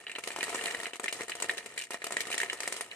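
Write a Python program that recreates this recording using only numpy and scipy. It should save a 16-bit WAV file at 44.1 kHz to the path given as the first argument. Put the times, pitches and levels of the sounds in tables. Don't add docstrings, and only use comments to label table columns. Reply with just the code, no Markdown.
import sys
import numpy as np
from scipy import signal
from scipy.fft import rfft, irfft, next_fast_len
from scipy.io import wavfile

SR = 44100
rng = np.random.default_rng(int(sys.argv[2]) if len(sys.argv) > 2 else 0)


def dump(signal):
    limited = np.clip(np.atleast_2d(signal).T, -1, 1)
    pcm = np.round(limited * 32767).astype(np.int16)
    wavfile.write(sys.argv[1], SR, pcm)


N = 130095


def amp(db):
    return 10 ** (np.asarray(db) / 20)


def filtered(x, response):
    m = next_fast_len(N + SR // 4)
    spectrum = rfft(x, m) * response(np.fft.rfftfreq(m, 1 / SR))
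    return irfft(spectrum, m)[..., :N]


def hiss(colour):
    f, db = np.transpose(colour)
    x = rng.standard_normal((2, N))
    x = filtered(x, lambda hz: amp(np.interp(np.log(hz + 1), np.log(f + 1), db)))
    return x / x.std()


ROOM_ALIKE_HZ = 900


def diffuse(pair, shared):
    def alike(hz):
        return 1 / (1 + (hz / ROOM_ALIKE_HZ) ** 2)
    apart = filtered(pair, lambda hz: np.sqrt(1 - alike(hz)))
    together = filtered(shared, lambda hz: np.sqrt(alike(hz)))
    return apart + together


AIR_DB = -65.5
AIR_FOLLOWS = 0.63
# frequency in Hz, relative level in dB per Hz.
HANDS_COLOUR = [(30, -1), (100, 17), (190, 17), (450, 15.5), (2000, 4), (16000, -36)]


def hands_rumble():
    busy_db = np.interp(np.arange(N) / SR, *np.transpose(LOOSE_RATTLE))
    level = amp(AIR_DB + AIR_FOLLOWS * (busy_db - busy_db.mean()))
    return level * diffuse(hiss(HANDS_COLOUR), hiss(HANDS_COLOUR)[0])


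SMALL_PER_S = 700
SETTLE_T60, SETTLE_DB = .1, -16.5
SMALL_SCATTER_DB, COLOUR_SCATTER_DB = 4.5, 2.5
SMALL_KNOCK_DB, SMALL_TICK_DB = 3, -3
# time in seconds, base level of the rattling in dB.
LOOSE_RATTLE = [(0, -58), (.06, -62), (.2, -60), (.42, -48.5), (.66, -42.5), (.78, -49.5), (.9, -58.5),
                (.99, -75.5), (1.19, -46.5), (1.26, -59.5), (1.53, -51.5), (1.64, -57), (1.76, -55.5),
                (1.84, -60.5), (1.89, -67.5), (2.15, -50.5), (2.34, -48.5), (2.58, -53), (2.74, -50.5),
                (2.9, -59), (2.95, -54)]


def small_beans():
    slot_s = np.arange(0, N / SR, 1 / SMALL_PER_S)
    draw = rng.random((len(slot_s), 2))
    colour = rng.standard_normal((len(slot_s), 4))
    s = slot_s + draw[:, 0] / SMALL_PER_S
    big = np.array(BEAN_HITS)
    since = s[:, None] - big[:, 0]
    fade = amp(SETTLE_DB - 60 * np.abs(since) / SETTLE_T60) ** 2
    settling = np.where(since > 0, fade, 0) @ amp(big[:, 1:4]) ** 2
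    loose_db = np.interp(s, *np.transpose(LOOSE_RATTLE))
    loose = amp(loose_db)[:, None] ** 2 * amp([SMALL_KNOCK_DB, 0, SMALL_TICK_DB]) ** 2
    db = 10 * np.log10(settling + loose) - SMALL_SCATTER_DB * np.log(draw[:, 1:] + .05)
    parts_db = db + COLOUR_SCATTER_DB * colour[:, :3]
    pitch = 2100 * 2 ** (0.33 * colour[:, 3])
    return np.column_stack([s, parts_db, pitch])


def train(s, size):
    at = np.clip(np.round(s * SR).astype(int), 0, N - 1)
    return np.bincount(at, size.real, N) + 1j * np.bincount(at, size.imag, N)


def fading(pulses, t60, attack_s, hz=0):
    slow = np.exp((2j * np.pi * hz - np.log(1000) / t60) / SR)
    fast = slow * np.exp(-1 / attack_s / SR)
    return signal.lfilter([0, slow - fast], np.poly([slow, fast]), pulses)


ATTACK_S = 0.0008
APART_HZ, LAG_S = 2600, .00007


def modes(s, db, table, favour_db, detune, scatter_db):
    out = np.zeros((2, N))
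    for hz, level_db, t60 in table:
        draw = rng.standard_normal((len(s), 4))
        level = amp(db + level_db + favour_db(hz) + scatter_db * draw[:, 0])
        size = level * np.exp(.5j * draw[:, 1])
        turn = np.exp(.5j * (draw[:, 2] * hz / APART_HZ + 2 * np.pi * hz * LAG_S))
        bend = np.clip(np.round(draw[:, 3]), -1, 1)
        for step in np.unique(bend):
            mine = size * (bend == step)
            pair = np.array([train(s, mine * turn), train(s, mine / turn)])
            out += fading(pair, t60, ATTACK_S, hz * (1 + detune * step)).imag
    return out


KNOCK_DETUNE, KNOCK_SCATTER_DB = 0.008, 3
LEFT_BASS_DB = 3.5
# frequency in Hz, relative level in dB, time to fall by 60 dB in seconds.
KNOCK_MODES = [(261.7, -26, 0.05), (384.7, -20, 0.052), (545, 2, 0.007), (459, -16.5, 0.04),
               (690, -19.5, 0.082), (935, 3, 0.0057), (1241, -5.5, 0.011)]


def knocks(s, db):
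    both = modes(s, db, KNOCK_MODES, lambda hz: 0, KNOCK_DETUNE, KNOCK_SCATTER_DB)
    return both * amp([[LEFT_BASS_DB / 2], [-LEFT_BASS_DB / 2]])


DETUNE, RING_SCATTER_DB = 0.019, 2
RING_SPREAD_OCT, RING_REST_DB = 0.24, -12.5
# frequency in Hz, relative level in dB, time to fall by 60 dB in seconds.
RING_MODES = [(1860, 4.5, 0.017), (2100, 5.5, 0.0093), (2367, -5.5, 0.029), (2700, -3, 0.017),
              (2902, 1.5, 0.019), (3400, -8.5, 0.021), (3980, 10, 0.0068)]


def rings(s, db, pitch):
    def near(hz):
        octaves = np.log2(hz / pitch)
        return np.maximum(-6 * (octaves / RING_SPREAD_OCT) ** 2, RING_REST_DB)
    return modes(s, db, RING_MODES, near, DETUNE, RING_SCATTER_DB)


TICK_ATTACK_S, TICK_T60 = 0.0012, 0.015
TICK_BANDS_HZ = np.geomspace(2000, SR / 2, 9)
TICK_SCATTER_DB = 4
# frequency in Hz, relative level in dB per Hz.
TICK_COLOUR = [(2060, 1), (3500, -4), (5820, -5), (8740, 1), (11100, -13), (13100, -17), (14900, -28),
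               (16000, -81)]


def ticks(s, db):
    noise = hiss(TICK_COLOUR)
    out = np.zeros((2, N))
    for lo, hi in zip(TICK_BANDS_HZ, TICK_BANDS_HZ[1:]):
        level = amp(db + TICK_SCATTER_DB * rng.standard_normal(len(s)))
        gate = fading(train(s, level).real, TICK_T60, TICK_ATTACK_S).real
        out += gate * filtered(noise, lambda hz: (hz >= lo) & (hz < hi))
    return out


BASS_CUT_HZ = 171
# start in seconds, knock level in dB, ring level in dB, tick level in dB,
# pitch where the ring is strongest in Hz.
BEAN_HITS = [(0.0672, -35.5, -25.5, -52, 2600), (0.096, -35.5, -27, -40, 2350),
             (0.1156, -39, -28, -40, 2500), (0.152, -34, -27, -47, 2730), (0.1593, -31, -26.5, -40, 2410),
             (0.184, -24.5, -31, -31.5, 2440), (0.2371, -32.5, -31.5, -27.5, 2750),
             (0.2738, -24.5, -29, -23, 1990), (0.3042, -26, -26.5, -42, 2300),
             (0.3164, -40, -33, -33, 2280), (0.3618, -23, -26.5, -29, 2480),
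             (0.3868, -22.5, -54, -32.5, 2090), (0.408, -26, -21, -36, 2420),
             (0.429, -17.5, -19.5, -21.5, 1740), (0.438, -57, -35, -26, 1890),
             (0.4937, -25.5, -39, -27, 2200), (0.5287, -22.5, -50, -43, 2100),
             (0.5464, -19, -28, -27.5, 1870), (0.591, -37, -28, -47, 1860), (0.639, -25, -31, -34, 2280),
             (0.6576, -32, -27, -28, 2240), (0.7088, -42, -29, -35, 2620), (0.747, -25.5, -22.5, -30, 1830),
             (0.8005, -28, -30, -31, 1880), (0.8323, -25.5, -34, -27, 1990), (0.8563, -47, -26, -67, 2340),
             (0.8665, -28, -24.5, -33, 2460), (0.9336, -30, -27, -33.5, 2600),
             (0.9565, -32, -38.5, -34, 2100), (0.997, -23, -30.5, -31, 2170),
             (1.0332, -27.5, -60, -31.5, 1920), (1.041, -23.5, -25, -28, 1830),
             (1.059, -30.5, -25.5, -36, 2180), (1.0811, -28, -17.5, -28.5, 2390),
             (1.1258, -29, -28.5, -21.5, 2370), (1.2079, -20, -29.5, -32.5, 2070),
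             (1.2175, -36, -31, -31, 2220), (1.2326, -28, -34, -32.5, 2230),
             (1.2815, -31.5, -32, -35.5, 1840), (1.295, -27.5, -31.5, -29, 2230),
             (1.3185, -42, -20.5, -44, 2480), (1.352, -29.5, -95, -30.5, 1920),
             (1.4003, -28.5, -33, -30.5, 2420), (1.422, -22.5, -27.5, -24, 1870),
             (1.4428, -22.5, -26.5, -31, 2150), (1.4862, -31, -55, -30.5, 2180),
             (1.4944, -24.5, -17, -32, 1900), (1.5105, -25, -36, -30, 2000),
             (1.5716, -30.5, -34, -32, 2100), (1.5793, -34, -24, -28.5, 3170),
             (1.66, -28.5, -33.5, -31.5, 2250), (1.7765, -36.5, -23, -26.5, 2340),
             (1.7985, -61, -26.5, -37, 2660), (1.8124, -39, -31, -31, 2620),
             (1.8205, -45, -28, -32.5, 2700), (1.8372, -52, -35, -33, 2860),
             (1.9061, -23, -33.5, -28.5, 1890), (1.9191, -42, -29, -73, 2300),
             (1.9335, -31.5, -35, -29, 2160), (1.9433, -22.5, -26, -34, 1840),
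             (2.0188, -34.5, -28.5, -49, 2100), (2.0419, -25.5, -27, -23, 2400),
             (2.067, -22, -29.5, -28.5, 2120), (2.1078, -23.5, -44, -33, 1940),
             (2.1218, -26.5, -31, -25.5, 1910), (2.168, -22.5, -16.5, -24, 1900),
             (2.205, -27, -22.5, -20, 1810), (2.2698, -26.5, -37, -28.5, 2420),
             (2.3022, -24, -35, -27, 2370), (2.315, -53, -22, -30, 2210), (2.327, -59, -23, -25.5, 2620),
             (2.343, -25.5, -37, -26, 1900), (2.3793, -35, -24, -20.5, 1860),
             (2.4013, -58, -18.5, -24.5, 1800), (2.4154, -32, -25, -26.5, 1840),
             (2.4318, -22, -19, -27.5, 2220), (2.4866, -43, -37, -66, 2340),
             (2.4983, -35, -20.5, -37, 3020), (2.5301, -20.5, -29, -26, 1910),
             (2.6037, -26, -36.5, -24.5, 1870), (2.6325, -33.5, -29.5, -27, 2110),
             (2.676, -20, -26, -22.5, 2040), (2.7239, -24.5, -27.5, -20.5, 2100),
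             (2.7646, -30, -54, -24, 2600), (2.8089, -24, -25.5, -24, 1870),
             (2.9136, -53, -28.5, -55, 2800)]


def bottle():
    contacts = np.vstack([BEAN_HITS, small_beans()])
    s, knock_db, ring_db, tick_db, pitch = np.transpose(contacts)
    beans = knocks(s, knock_db) + rings(s, ring_db, pitch) + ticks(s, tick_db)
    return filtered(beans, lambda hz: (1j * hz / (BASS_CUT_HZ + 1j * hz)) ** 3)


ROOM_T60, ROOM_DB = .12, -14


def room(x):
    t = np.arange(SR // 4) / SR
    fade = amp(-60 * t / ROOM_T60) * (t > .005)
    tail = rng.standard_normal((3, len(t))) * fade
    tail = tail / np.linalg.norm(tail[0])
    wet = signal.fftconvolve(x[[0, 1, 0]], tail, axes=1)[:, :N]
    return amp(ROOM_DB) * diffuse(wet[:2], wet[2])


def scene():
    beans = bottle()
    return hands_rumble() + beans + room(beans)


TOP_HZ = 16500


def record(dry):
    return filtered(dry, lambda hz: hz < TOP_HZ)


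dry = scene()
out = record(dry)
dump(out)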